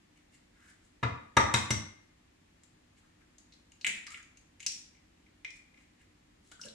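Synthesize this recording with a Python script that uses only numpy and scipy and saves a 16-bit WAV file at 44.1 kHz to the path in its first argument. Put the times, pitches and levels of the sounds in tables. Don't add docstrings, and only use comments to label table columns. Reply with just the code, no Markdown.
import sys
import numpy as np
from scipy import signal
from scipy.fft import rfft, irfft
from scipy.io import wavfile
from scipy.ndimage import uniform_filter1d

SR = 44100
rng = np.random.default_rng(int(sys.argv[2]) if len(sys.argv) > 2 else 0)


def master(y):
    cut = np.clip(np.atleast_2d(y).T, -1, 1)
    pcm = np.round(cut * 32767)
    wavfile.write(sys.argv[1], SR, pcm.astype(np.int16))


N = 297234
T = np.arange(N) / SR
AGE = T[:SR]
FREQ = np.arange(SR // 2 + 1) + 1e-3

# start_s, knock_db, thud_db, crunch_db, rim_1_db, rim_2_db, rim_3_db, hollow_db, give_way_s
BLOWS = [(1.028, -23, -34.5, -61, -44.5, -49.5, -63.5, -32, 0.011),
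         (1.367, -12, -30, -29.5, -28, -34, -31.5, -21, 0.0043),
         (1.539, -19.5, -31, -24.5, -33, -32, -35.5, -39, 0.0035),
         (1.705, -31, -30, -28.5, -34.5, -40, -30.5, -46, 0.0023)]
# pitch_hz, split_hz, t60_s, level_db
RIM_MODES = [(2075, 40, 0.67, -10), (3730, 85, 0.12, -5.5), (5774, 70, 0.27, -12.5)]
# pitch_hz, level_db, t60_s (held to 0.45 s at most)
KNOCK_BODY = [(253, -27.5, 0.54), (553, -52.5, 5.0), (702.4, -27.5, 0.42), (885, -24, 0.54),
              (1071, -25.5, 0.73), (1120, -19.5, 0.054), (1155, -11, 0.33), (1248, -30.5, 0.63),
              (1386, -2.5, 0.067), (1510, -25, 0.091), (1450, -35, 0.85), (1690, -18.5, 0.26),
              (1770, -37, 0.7), (1980, -18.5, 0.11), (1998, -31, 0.51), (2090, -38.5, 2.3),
              (2070, -41.5, 1.3), (2150, -34.5, 0.31)]
# pitch_hz, t60_s, level_db
DENT_MODES = [(1285, 0.023, 0.5), (980, 0.0064, -9.5)]
# pitch_hz, level_db
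KNOCK = [(150, -2.5), (280, -4.5), (400, -9), (490, -1.5), (560, -1.5), (700, -2), (800, 3), (930, 4.5),
         (1200, -0.5), (1580, 0), (1950, -2), (2400, 0.5), (3000, -11.5), (4500, -17), (8000, -28),
         (13000, -68.5)]
# pitch_hz, level_db
THUD = [(30, -50.5), (48, -33), (64, -18), (80, -18), (102, 7.5), (135, 3), (175, -15), (215, -8.5),
        (300, -16.5), (600, -28.5), (4000, -79.5)]
# pitch_hz, level_db
CRUNCH = [(150, -44.5), (800, -24.5), (2500, 0), (4500, -4), (6400, -4.5), (7400, 0.5), (9300, -8.5),
          (11000, -21), (14500, -28.5)]
BODY_DB, SHUDDER_DB = -13, 3.5


def blows():
    out = np.zeros(N)
    for start_s, knock_db, thud_db, crunch_db, *rim_db, hollow_db, rise_s in BLOWS:
        push = crush(rise_s, t60=0.04)
        sound = hit(colour(push, KNOCK), knock_db - 4.0)
        for hz, t60, db in DENT_MODES:
            sound += hit(resonance(push, hz, t60), hollow_db + db)
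        sound += hit(colour(crush(rise_s / 2, t60=0.027), CRUNCH), crunch_db)
        sound += hit(colour(fracture(t60=.04, trail=.4), THUD), thud_db)
        sound += hit(shudder(), thud_db + SHUDDER_DB)

        swell = 1 - np.exp(-AGE / max(rise_s / 2, 1e-4))
        body = np.zeros(SR)
        for hz, db, t60 in KNOCK_BODY:
            polarity = rng.choice([-1, 1])
            body += polarity * undb(db) * ring(AGE == 0, hz, min(t60, .45))
        sound += hit(body * swell, knock_db + BODY_DB)

        for (hz, split_hz, t60, db), struck_db in zip(RIM_MODES, rim_db):
            pair = ring(AGE == 0, hz, t60) + .8 * ring(AGE == 0, hz + split_hz, t60)
            sound += hit(pair * swell, struck_db + db)
            flash = resonance(push, hz + split_hz / 2, .01)
            sound += hit(flash, struck_db + 3)
        add(out, start_s, sound)
    return signal.sosfilt(signal.butter(6, 62, "high", fs=SR, output="sos"), out)


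# pitch_hz, t60_s (rattle; the free ring gets twice this), level_db
SHUDDER = [(100, .25, 0), (128, .1, -7), (160, .08, -9), (217, .12, -11), (270, .06, -12)]
SHUDDER_T60_S, SHUDDER_DROP_S = .38, .14
RATTLE_DB = 2


def shudder():
    noise = rng.standard_normal(2 * SR)
    fade = undb(-60 * AGE / SHUDDER_T60_S) / (1 + (AGE / SHUDDER_DROP_S) ** 20)
    out = np.zeros(SR)
    for hz, t60, db in SHUDDER:
        out += hit(ring(AGE == 0, hz, 2 * t60) * fade, db)
        rattle = resonance(noise, hz, t60)[SR:]
        out += hit(rattle * fade, db + RATTLE_DB)
    return out


# start_s, cavity_db, cavity_hz, shard_hz, shard_db
CRACKS = [(2.635, -68, 2165, 7540, -58), (3.383, -85, 2070, 6820, -54.5), (3.523, -71, 2510, 4060, -58.5),
          (3.537, -76, 2350, 4130, -59), (3.7194, -61, 2780, 7000, -58.5), (3.812, -62, 2780, 4280, -49),
          (3.846, -25.5, 2300, 7800, -41.5), (3.8668, -26, 2200, 7450, -32), (3.876, -33, 2330, 7200, -78),
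          (3.892, -35.5, 2360, 7000, -52), (4.0677, -43.5, 2010, 4940, -46),
          (4.105, -56.5, 2200, 7460, -51), (4.119, -49.5, 2180, 7830, -52.5),
          (4.1441, -41, 2274, 6860, -68), (4.174, -56, 1840, 7100, -55.5), (4.2275, -74, 2250, 6760, -59),
          (4.372, -62.5, 2670, 6650, -57), (4.597, -61, 2500, 6400, -62), (4.6034, -47, 2334, 7000, -47.5),
          (4.6289, -49.5, 2840, 7300, -49.5), (4.6643, -42.5, 2890, 5680, -25)]
# start_s, cavity_db, shard_db
TAPS = [(4.948, -67, -71), (4.968, -68, -75), (5.263, -65.5, -78), (5.4474, -37, -51.5), (5.505, -67, -52),
        (5.742, -62.5, -76), (5.775, -60.5, -74)]
TAP_CAVITY_HZ, TAP_SHARD_HZ = 2300, 5670
CRACK_RING_DB, TAP_RING_DB = -12.5, 2.5
CRACK_TRAIL, TAP_TRAIL = 0.71, 0.4


def cracks():
    out = np.zeros(N)
    for start_s, cavity_db, cavity_hz, shard_hz, shard_db in CRACKS:
        add(out, start_s, shell(cavity_db, cavity_hz, shard_db, shard_hz, CRACK_RING_DB, CRACK_TRAIL))
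    for start_s, cavity_db, shard_db in TAPS:
        add(out, start_s, shell(cavity_db, TAP_CAVITY_HZ, shard_db, TAP_SHARD_HZ, TAP_RING_DB, TAP_TRAIL))
    return out


# multiple_of_cavity_hz, level_db
CAVITY = [(.1, -83), (.25, -14), (0.452, -21), (.7, -6.5), (0.898, 9.5), (1.069, 10), (1.248, 3),
          (1.6, -5.5), (2.398, -48.5), (5, -63.5)]
# pitch_hz, level_db
SNAP = [(60, -31.5), (200, -13.5), (800, -39), (1600, -11), (3000, -1), (4200, 1.5), (6000, 3), (7400, 8),
        (9500, 0.5), (11500, -11), (14500, -26)]
SHELL_SPLIT, SHELL_T60_S = 0.063, .013


def shell(cavity_db, cavity_hz, shard_db, shard_hz, ring_db, trail):
    snap = fracture(t60=0.036, trail=trail)
    brightness = np.sqrt(shard_hz / 7000)
    snap_colour = [(brightness * hz, db) for hz, db in SNAP]
    cavity_colour = [(k * cavity_hz, db) for k, db in CAVITY]
    sound = hit(colour(snap, snap_colour), shard_db - 5.5)
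    sound += hit(colour(snap, cavity_colour), cavity_db)
    cup = sum(resonance(snap, cavity_hz * (1 + side * SHELL_SPLIT), SHELL_T60_S) for side in (-1, 1))
    sound += hit(cup, cavity_db + ring_db)
    shard = resonance(snap, shard_hz, .004)
    sound += hit(shard, shard_db - 2.0)
    splinters = grains(rate=250, spread_db=4) * undb(-60 * AGE / .3)
    return sound + hit(colour(splinters, SNAP), shard_db - 14.5)


# start_s, swell_s, squelch_db, spray_db, slosh_db
SURGES = [(3.863, 0.0075, -46.5, -40, -59), (3.91, 0.063, -65, -58.5, -81), (4.064, 0.0043, -82, -52, -73),
          (4.101, 0.041, -66.5, -60, -98), (6.41, 0.083, -86, -70.5, -89),
          (6.511, 0.0073, -59.5, -58.5, -81), (6.589, 0.041, -74, -57.5, -63),
          (6.635, 0.021, -64, -56, -71)]
# pitch_hz, level_db
SQUELCH = [(300, -10.5), (700, -12.5), (1400, -15), (2200, -11), (4000, -9.5), (12000, -62)]
# pitch_hz, level_db
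SLOSH = [(40, -28.5), (100, -9), (140, 1), (210, 10), (400, -22.5), (1000, -23), (8000, -56)]
# start_s, level_db, pitch_hz (where the glide begins), t60_s
BUBBLES = [(4.078, -54, 1170, 0.04), (4.108, -56, 1250, 0.045), (4.135, -57, 1330, 0.04),
           (4.176, -60, 1400, .03), (4.197, -60, 1600, 0.035), (6.519, -54, 1450, 0.03),
           (6.595, -53, 1420, 0.025), (6.636, -51, 2800, .015), (6.663, -56, 1550, 0.019),
           (6.648, -52, 520, .04), (6.659, -52, 540, .04), (6.671, -55, 520, .03)]
SURGE_RELEASE_S, SURGE_RELEASE_PER_SWELL = 0.063, 0.83
SLOSH_LAG_S, SLOSH_RELEASE_S = 0.017, 0.34


def liquid():
    out = np.zeros(N)
    for start_s, swell_s, squelch_db, spray_db, slosh_db in SURGES:
        films = grains(rate=1200, spread_db=3.5)
        drops = grains(rate=3000, spread_db=4)
        squelch = undb(squelch_db) * unit(colour(films, SQUELCH))
        spray = undb(spray_db) * unit(colour(drops, SNAP))
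        release_s = SURGE_RELEASE_S + SURGE_RELEASE_PER_SWELL * swell_s
        add(out, start_s, (squelch + spray) * stroke(swell_s, release_s))
        slosh = undb(slosh_db) * unit(colour(rng.standard_normal(SR), SLOSH))
        add(out, start_s, slosh * stroke(swell_s + SLOSH_LAG_S, SLOSH_RELEASE_S))
    for start_s, db, hz, t60 in BUBBLES:
        rising_hz = hz * (1 + 0.2 * np.minimum(AGE / t60, 1))
        phase = 2 * np.pi * np.cumsum(rising_hz) / SR
        add(out, start_s, hit(np.sin(phase) * stroke(2 / hz, t60), db))
    return out


# start_s, level_db (reference for ring and scrape), pitch_hz
WIRES = [(6.515, -52.5, 7250), (6.6134, -36.5, 5560), (6.626, -59, 5400), (6.684, -45, 4000)]


def whisk():
    out = np.zeros(N)
    for start_s, db, hz in WIRES:
        skid = crush(rise=0.0013, t60=0.0064)
        wire_ring = hit(resonance(skid, hz, 0.0032), db - 5.5)
        scrape = hit(colour(skid, SNAP), db - 15.5)
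        add(out, start_s, wire_ring + scrape)
    return out


# start_s, swell_s, rub_db, scratch_db, rub_hz
RUBS = [(0.15, .025, -70, -77, 2100), (0.315, 0.033, -69.5, -66, 2090), (0.512, 0.17, -65.5, -74, 1516),
        (0.66, 0.041, -64, -67, 1566), (0.8, 0.064, -88.5, -74, 1837), (2.958, .025, -72, -70.5, 2200),
        (3.02, 0.043, -72.5, -83.5, 1250), (3.203, 0.0093, -65.5, -85, 1582),
        (3.339, 0.01, -78, -107, 1540), (5.53, 0.038, -75, -68, 2170), (5.73, 0.094, -73, -78, 2007),
        (5.97, 0.049, -68, -78, 1823)]
# multiple_of_rub_hz, level_db
RUB = [(0.124, -43), (0.559, -24.5), (0.998, 1), (1.349, -4), (2.06, -18.5), (5.001, -34.5)]
RUB_RELEASE_S, RUB_RELEASE_PER_SWELL = 0.055, 1


def fingers():
    out = np.zeros(N)
    for start_s, swell_s, rub_db, scratch_db, rub_hz in RUBS:
        catches = grains(rate=3000, spread_db=3)
        scrapes = grains(rate=5000, spread_db=3)
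        rub = undb(rub_db) * unit(colour(catches, [(k * rub_hz, db) for k, db in RUB]))
        scratch = undb(scratch_db) * unit(colour(scrapes, SNAP))
        release_s = RUB_RELEASE_S + RUB_RELEASE_PER_SWELL * swell_s
        add(out, start_s, (rub + scratch) * stroke(swell_s, release_s))
    return out


# pitch_hz, t60_s
ROOM_T60 = [(100, 0.38), (400, 0.55), (1500, 0.56), (6000, 0.46), (14000, 0.28)]


def kitchen(dry):
    hz, spectra = diffuse(SR)
    centres = 62.5 * 2 ** np.arange(9)
    scatter = undb(-60 * AGE / .03) * (AGE > .0005)
    response = np.zeros((2, SR))
    for k, centre in enumerate(centres):
        weight = np.interp(np.log(hz + 1), np.log(centres), np.arange(len(centres)) == k)
        band = irfft(spectra * weight)
        late = undb(-60 * AGE / along(ROOM_T60, centre)) * np.clip(AGE / 0.019, 0, 1)
        wet_db = along([(100, 1.0), (500, 2.0), (2000, 0), (8000, 0.0)], centre)
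        response += band * (undb(-30.5) * late + undb(-19.5) * scatter) * undb(wet_db)
    response[:, 0] += .8
    return signal.fftconvolve(dry[None], response, axes=1)[:, :N]


# pitch_hz, level_db
AIR = [(15, -39), (25, -8.5), (48, -3.5), (102, -3), (129, -11.5), (160, -5), (271, -8.5), (301, -5.5),
       (436, -16), (525, -15), (1510, -20.5), (1780, -17), (5840, -27.5), (7220, -27), (14000, -44)]
# pitch_hz, level_db
HUM = [(59.2, -80.5), (247.6, -75.5), (301.5, -77)]


def room_tone():
    hz, spectra = diffuse(N)
    air = unit(irfft(spectra * undb(along(AIR, hz)), N)) * undb(-65.5)
    hum = 0
    for f, db in HUM:
        drift = .012 * np.cumsum(rng.standard_normal(N))
        hum = hum + undb(db) * np.sin(2 * np.pi * f * T + drift)
    return air + hum


# pitch_hz, left_right_correlation
LIKENESS = [(60, 0.99), (110, 0.95), (160, 1), (290, 0.58), (600, -0.55), (1400, 0.13), (3000, -0.088)]


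def diffuse(count):
    hz = np.fft.rfftfreq(count, 1 / SR)
    mid, side = np.exp(2j * np.pi * rng.random((2, len(hz))))
    c = np.clip(along(LIKENESS, hz), -1, 1)
    opposite = np.array([[1], [-1]])
    return hz, np.sqrt(count / 2) * (mid * np.sqrt(1 + c) + opposite * side * np.sqrt(1 - c))


def fracture(t60, trail):
    x = trail * hit(rng.standard_normal(SR) ** 3 * undb(-60 * AGE / t60), 0)
    return even(x + hit(AGE == 0, 0))


def crush(rise, t60):
    return even(rng.standard_normal(SR) * np.minimum(AGE / max(rise, 1e-4), 1) * undb(-60 * AGE / t60))


def grains(rate, spread_db):
    size = undb(spread_db * np.minimum(rng.exponential(size=SR), np.pi))
    return (rng.random(SR) < rate / SR) * size * rng.standard_normal(SR)


def stroke(swell, t60):
    return np.minimum(AGE / max(swell, 1e-4), 1) * undb(-60 * np.maximum(AGE - swell, 0) / t60)


def ring(x, hz, t60):
    pole = np.exp((2j * np.pi * min(hz, SR / 2) - np.log(1000) / max(t60, 1e-4)) / SR)
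    return signal.lfilter([1], [1, -pole], x).imag


def resonance(x, hz, t60):
    return ring(ring(x, hz, t60), hz, t60 / 2)


def colour(x, points):
    cepstrum = irfft(along(points, FREQ) * np.log(10) / 20)
    cepstrum[1:SR // 2] *= 2
    cepstrum[SR // 2:] = 0
    response = irfft(np.exp(rfft(cepstrum)))[:SR // 10]
    return signal.fftconvolve(x, response)[:len(x)]


def even(x):
    spectrum = rfft(x)
    power = uniform_filter1d(abs(spectrum) ** 2, size=400)
    return irfft(spectrum / np.sqrt(power)) * (AGE < .5)


def along(points, hz):
    f, value = np.transpose(points)
    return np.interp(np.log(hz + 1), np.log(f), value)


def undb(db):
    return 10 ** (np.asarray(db) / 20)


def hit(x, db):
    return x * undb(db) * np.sqrt(SR / 200 / np.sum(x ** 2))


def unit(x):
    return x / np.std(x)


def add(track, start_s, x):
    start = int(start_s * SR)
    track[start:start + len(x)] += x[:N - start]


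def scene():
    return kitchen(blows() + cracks() + fingers() + liquid() + whisk()) + room_tone()


# pitch_hz, left_minus_right_db
PORTS = [(300, 0), (1000, 1.5), (5500, 1), (7400, 6), (8400, -1), (9500, -7), (13000, 0.5)]
TOP_HZ = 14300


def record(dry):
    lean_db = along(PORTS, np.fft.rfftfreq(N, 1 / SR))
    heard = irfft(rfft(dry) * undb(np.array([lean_db, -lean_db]) / 2), N)
    return signal.sosfilt(signal.ellip(8, .2, 70, TOP_HZ, fs=SR, output="sos"), heard)


dry = scene()
out = record(dry)
master(out)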